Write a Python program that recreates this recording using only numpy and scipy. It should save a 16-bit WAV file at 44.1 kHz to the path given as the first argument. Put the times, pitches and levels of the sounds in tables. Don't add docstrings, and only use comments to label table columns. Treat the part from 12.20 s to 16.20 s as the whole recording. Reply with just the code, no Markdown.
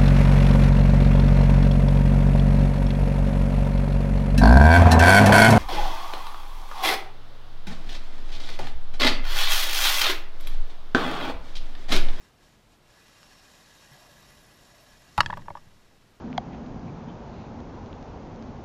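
import sys
import numpy as np
from scipy import signal
from scipy.fft import rfft, irfft
from scipy.io import wavfile

SR = 44100
rng = np.random.default_rng(int(sys.argv[2]) if len(sys.argv) > 2 else 0)


def to_wav(s):
    ch = np.atleast_2d(s).T
    pcm = np.round(np.clip(ch, -1, 1) * 32767)
    wavfile.write(sys.argv[1], SR, pcm.astype(np.int16))


N = 176400
TIME = np.arange(N) / SR

# start_s, level_db, brightness_hz, low_cut_hz, chatter_s
RELEASE_HITS = [(2.9784, -34, 13050, 1200, 0.0031), (2.9802, -20, 2433, 653, 0.003),
                (2.9862, -24.5, 1384, 643, 0.0015), (2.9920, -52, 7044, 2200, 0.0023)]
# pitch_hz, gain_db, t60_s
LIMB_MODES = [(610, -15, 0.0436), (849, 3, 0.044), (965, -2.5, 0.033), (1150, 0.5, 0.059), (1316, 2, .05),
              (1868, -7, 0.045), (2494, -12, .006), (3640, -16.5, 0.005), (7000, -26, .008),
              (10870, -6.5, 0.013)]
RELEASE_S = RELEASE_HITS[0][0]

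def limb_thrum():
    return strike(RELEASE_HITS, LIMB_MODES, chatter=.4, sign=1)


# start_s, level_db, brightness_hz, low_cut_hz, chatter_s
STOP_HITS = [(3.0044, -26.5, 2500, 815, .002), (3.0061, -13, 3300, 816, 0.00081),
             (3.0086, -30.5, 7000, 2600, 0.0014)]
# pitch_hz, gain_db, t60_s
STOP_MODES = [(620, -4, .03), (965, 5, .036), (1130, 2.5, .02), (1250, 0, .02), (1370, -1, .02),
              (1680, -2, .02), (1850, -4.5, .022), (2700, -2.5, .018), (2830, -8, .017), (3850, -1.5, .018),
              (4220, -3, .016), (4570, -2.5, .015), (5290, -11, .02), (6200, -13, .011), (7400, -18, .007),
              (11000, -15, .006)]
# pitch_hz, level_db, t60_s
METAL_MODES = [(1900, -46, 0.13), (2870, -46, .16), (3780, -48, 0.11), (5330, -43, .11)]

def string_stop():
    crack = strike(STOP_HITS, STOP_MODES, chatter=.3, sign=1)
    hardest_hit_s = STOP_HITS[1][0]
    return crack + ring_out(hardest_hit_s, METAL_MODES)


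# start_s, gain_db
JOLTS = [(2.979, 1), (3.121, -14), (3.298, -20)]
# pitch_hz, level_db, t60_s
RECOIL_MODES = [(27, -40, 0.4), (87, -18.5, 0.1), (164.5, -20.5, 0.085), (320, -36.5, 0.14)]
# pitch_hz, level_db, t60_s
FRAME_MODES = [(11.73, -31.5, 1.6), (75, -45, .6), (132.7, -41.5, 0.47), (189, -47, 0.87)]
# frequency_hz, density_db
SHUDDER_SPECTRUM = [(12, -4), (30, -14), (50, -23.5), (75, -1), (125, -2), (175, -2.5), (240, -13),
                    (450, -24), (800, -27)]

def frame_recoil():
    jumps = sum(from_db(db) * ramp(s, rise_s=.013) * ring_out(s, RECOIL_MODES) for s, db in JOLTS)
    hum = ring_out(RELEASE_S, FRAME_MODES, sag_per_s=.45)
    envelope = ramp(RELEASE_S, rise_s=.12) * decay(RELEASE_S, t60_s=.94)
    shudder = from_db(-33) * envelope * noise(SHUDDER_SPECTRUM)
    return jumps + hum + shudder


# start_s, level_db, brightness_hz, low_cut_hz, chatter_s, pitch_ratio
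CLACK_HITS = [(3.0610, -29, 5500, 800, 0.0016, 0.98), (3.1042, -34, 1390, 1180, .0008, 0.98),
              (3.1268, -43, 1600, 1300, 0.0018, 1.1), (3.1380, -42, 1500, 1100, 0.0035, 1),
              (3.2200, -54, 1790, 400, .003, 1.08), (3.3030, -53, 1500, 1600, 0.0022, 1.22)]
# pitch_hz, gain_db, t60_s
CLACK_MODES = [(956, -2, 0.03), (1550, -12, 0.016), (1770, 5.5, 0.021), (2570, -8, 0.01), (3330, -3, 0.014),
               (4660, -6, 0.014), (6040, -15, 0.008), (7240, -12, 0.008)]

def hard_clacks():
    return low_pass(rattle(CLACK_HITS, CLACK_MODES, chatter=.35, sign=1), hz=6600, order=4)


# start_s, level_db, brightness_hz, low_cut_hz, chatter_s, pitch_ratio
KNOCK_HITS = [(3.031, -39, 3480, 1200, 0.0042, 0.96), (3.0985, -30.5, 1000, 300, 0.0011, 1.01),
              (3.1282, -28.5, 820, 296, 0.0015, 1), (3.1715, -37, 2800, 400, 0.0039, 0.985),
              (3.192, -49.5, 2000, 700, .008, 1.07), (3.257, -55.5, 2000, 1400, 0.0043, 0.97),
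              (3.2820, -34, 2050, 298, 0.0013, 1.007), (3.3035, -35.5, 865, 303, 0.003, 0.96),
              (3.3520, -36, 2940, 396, 0.00067, 0.98), (3.3703, -42, 3450, 800, 0.0072, 1.04)]
# pitch_hz, gain_db, t60_s
FITTING_MODES = [(407, -15, 0.011), (587, -4.5, 0.067), (806, -0.5, 0.014), (990, 7.5, 0.023),
                 (1123, 1, 0.016), (1700, -8, 0.013), (2170, -19, 0.0036), (3410, -15.5, 0.014),
                 (4700, -24, 0.0085), (7500, -33, .003)]

def fitting_knocks(rebound_s=.00337, rebound_db=-8):
    knocks = rattle(KNOCK_HITS, FITTING_MODES, chatter=.7)
    rebound_gain = from_db(rebound_db)
    rebounds = rebound_gain * np.interp(TIME - rebound_s, TIME, knocks)
    return (knocks + rebounds) / np.hypot(1, rebound_gain)


# pitch_hz, gain_db, t60_s
BUZZ_MODES = [(526, -3, 0.0051), (985, 2.5, 0.016), (1960, -5.5, 0.0075), (4640, -8, 0.0025),
              (7550, -16.5, 0.0005), (11500, -31, 0.0013)]

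def parts_buzz():
    buzz = low_pass(resonate(grains(per_s=1900), BUZZ_MODES), hz=8200, order=2)
    return from_db(-41.5) * decay(RELEASE_S, t60_s=.3) * rms_one(buzz)


# frequency_hz, density_db
SLIDE_SPECTRUM = [(120, -34.5), (200, 1), (397, -7), (721, -3.5), (1410, -8.5), (1690, -5.5), (2170, -9),
                  (5450, -6), (8720, -15), (11400, -14.5), (15000, -27.5)]
# pitch_hz, gain_db, t60_s
HISS_MODES = [(610, 0, .035), (750, 3, 0.06), (1130, 0, 0.005), (1670, 9, .03), (1935, 8, .026),
              (2480, 5, 0.034), (2765, 5.5, .028), (3100, -2, .012), (3800, 2, .011), (4380, -4, .012),
              (5430, 2.5, 0.014), (6090, -2, 0.035), (6890, 1, 0.009), (7500, -6, .005)]
RUB_MODES = [(584, -3, 0.052), (715, 1, 0.023), (1098, -14, 0.018)]
SIZZLE_MODES = [(10900, -3.5, 0.0058), (11600, -3, .004), (13100, -3, .01)]
# time_s, level_db
HISS_LEVEL = [(0, -64), (.05, -62), (.12, -73), (.19, -71), (.23, -62.5), (.33, -64.5), (.38, -69.5),
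              (.49, -72), (.54, -61.5), (.575, -77), (.65, -67.5), (.71, -60.5), (1.0, -57.5), (1.7, -56.5),
              (2.0, -57.5), (2.35, -59), (2.95, -59), (3.3, -64.5), (4, -72)]
RUB_LEVEL = [(0, -73), (1.4, -79), (1.78, -60), (2.1, -67), (2.3, -67), (2.55, -64), (2.85, -65.5),
             (4, -91.5)]
SIZZLE_LEVEL = [(0, -82), (.7, -87), (.82, -77.5), (1.4, -78.5), (1.75, -71.5), (2.1, -68.5), (2.4, -74.5),
                (2.7, -71.5), (3.0, -82), (4, -87)]

def arrow_slide():
    friction = noise(SLIDE_SPECTRUM) + .15 * rms_one(low_pass(grains(per_s=900), hz=4500, order=2))
    ringing = sum(flutter(depth_db=3, hz=8) * resonate(friction, [mode]) for mode in HISS_MODES)
    hiss = level(HISS_LEVEL) * rms_one(friction + ringing) * flutter(depth_db=.9, hz=40)
    low_rub = level(RUB_LEVEL) * rms_one(resonate(friction, RUB_MODES))
    grit = grains(per_s=2500)
    sizzle = sum(flutter(depth_db=3, hz=25) * resonate(grit, [mode]) for mode in SIZZLE_MODES)
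    return hiss + low_rub + level(SIZZLE_LEVEL) * rms_one(sizzle)


def woodland_echo(shot):
    near = rng.standard_normal(N) * decay(.0036, t60_s=.037)
    far = rng.standard_normal(N) * decay(.014, t60_s=.626)
    scatter = from_db(-23.5) * near / np.linalg.norm(near)
    tail = from_db(-31) * low_pass(far / np.linalg.norm(far), hz=3900)
    return signal.fftconvolve(shot, scatter + tail)[:N]


# start_s, level_db, brightness_hz, low_cut_hz, chatter_s
TICK_HITS = [(1.0305, -54.5, 7000, 500, 0.00062), (1.1238, -66, 7000, 1500, .0005),
             (3.1755, -60.5, 15000, 5960, 0.0015), (3.376, -64, 9000, 5000, .003)]
# pitch_hz, gain_db, t60_s
TICK_MODES = [(1210, 11, 0.0078), (2920, 12, 0.0061), (5000, 5, 0.0025), (7900, -6, 0.0011),
              (13500, -7, 0.00064)]

def dry_ticks():
    return strike(TICK_HITS, TICK_MODES, chatter=.3)


# frequency_hz, density_db
HANDLING_SPECTRUM = [(15, -8), (40, 1), (80, -1.5), (135, -0.5), (220, -6), (500, -19), (1000, -40)]
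# time_s, level_db
HANDLING_LEVEL = [(0, -64), (.25, -64), (.7, -65), (1.2, -64.5), (1.7, -65), (2.0, -60), (2.8, -63.5),
                  (2.95, -59), (3.6, -63), (4, -65.5)]

def hand_on_grip(bump_s=1.715, bump_hz=137, bump_db=-47.5, bump_t60_s=.2):
    rumble = level(HANDLING_LEVEL) * noise(HANDLING_SPECTRUM)
    return rumble + ring_out(bump_s, [(bump_hz, bump_db, bump_t60_s)])


# frequency_hz, density_db
AIR_SPECTRUM = [(12, -31.5), (20, -3), (43, -19), (249, -19.5), (409, -18.5), (497, -20.5), (571, -20.5),
                (889, -22.5), (1990, -28), (3270, -29.5), (15000, -46)]

def still_air():
    return from_db(-62) * noise(AIR_SPECTRUM)


def strike(hits, modes, chatter, sign=-1):
    out, t = np.zeros(N + SR), TIME[:SR // 5]
    for start_s, level_db, brightness_hz, low_cut_hz, chatter_s in hits:
        force = rng.standard_normal(len(t)) * np.exp(-t / chatter_s)
        force *= chatter / np.linalg.norm(force)
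        force[0] += 1
        ring = resonate(low_pass(force, brightness_hz, order=2), modes, sign)
        ring = signal.sosfilt(signal.butter(2, low_cut_hz, "high", fs=SR, output="sos"), ring)
        start = int(start_s * SR)
        out[start:start + len(t)] += from_db(level_db) * ring / np.linalg.norm(ring) * np.sqrt(SR / 100)
    return out[:N]


def rattle(hits, modes, chatter, sign=-1):
    out = 0
    for *hit, pitch_ratio in hits:
        shifted_modes = [(hz * pitch_ratio, db, t60_s) for hz, db, t60_s in modes]
        out = out + strike([hit], shifted_modes, chatter, sign)
    return out


def resonate(force, modes, sign=-1):
    out = 0
    for k, (hz, peak_db, t60_s) in enumerate(modes):
        radius = np.exp(-np.log(1000) / (t60_s * SR))
        poles = [1, -2 * radius * np.cos(2 * np.pi * hz / SR), radius ** 2]
        gain = sign ** k * from_db(peak_db) * (1 - radius ** 2) / 2
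        out = out + gain * signal.lfilter([1, 0, -1], poles, force + 1e-18)
    return out


def ring_out(start_s, modes, sag_per_s=0):
    age = TIME - start_s
    phase_per_hz = 2 * np.pi * (age - sag_per_s * age ** 2 / 2)
    return sum(from_db(db) * decay(start_s, t60_s) * np.sin(hz * phase_per_hz) for hz, db, t60_s in modes)


def noise(spectrum):
    hz, db = np.transpose(spectrum)
    bin_hz = np.maximum(np.fft.rfftfreq(N, 1 / SR), 1)
    gain = from_db(np.interp(np.log(bin_hz), np.log(hz), db))
    roll_off = np.minimum(bin_hz / hz[0], 1) * np.minimum(hz[-1] / bin_hz, 1) ** 2
    return rms_one(irfft(rfft(rng.standard_normal(N)) * gain * roll_off, N))


def grains(per_s):
    return (rng.random(N) < per_s / SR) * rng.standard_normal(N)


def flutter(depth_db, hz):
    return from_db(depth_db * rms_one(low_pass(rng.standard_normal(N), hz, order=2)))


def decay(start_s, t60_s):
    return (TIME >= start_s) * from_db(-60 * np.maximum(TIME - start_s, 0) / t60_s)


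def ramp(start_s, rise_s):
    return np.clip((TIME - start_s) / rise_s, 0, 1)


def level(points):
    return from_db(np.interp(TIME, *np.transpose(points)))


def low_pass(x, hz, order=1):
    return signal.sosfilt(signal.butter(order, np.clip(hz, 10, .45 * SR), fs=SR, output="sos"), x)


def rms_one(x):
    return x / np.sqrt(np.mean(x ** 2) + 1e-20)


def from_db(db):
    return 10 ** (np.asarray(db) / 20)


def scene():
    shot = limb_thrum() + string_stop() + hard_clacks() + fitting_knocks() + parts_buzz()
    shot = low_pass(shot, hz=11500, order=3)
    handling = hand_on_grip() + dry_ticks()
    return (shot + arrow_slide() + woodland_echo(shot) + frame_recoil() + handling + still_air())[None]


CEILING, CUTOFF_HZ = .85, 15300

def record(dry):
    rounded = dry / (1 + (dry / CEILING) ** 4) ** .25
    return signal.sosfilt(signal.ellip(10, .1, 70, CUTOFF_HZ, fs=SR, output="sos"), rounded)


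dry = scene()
out = record(dry)
to_wav(out)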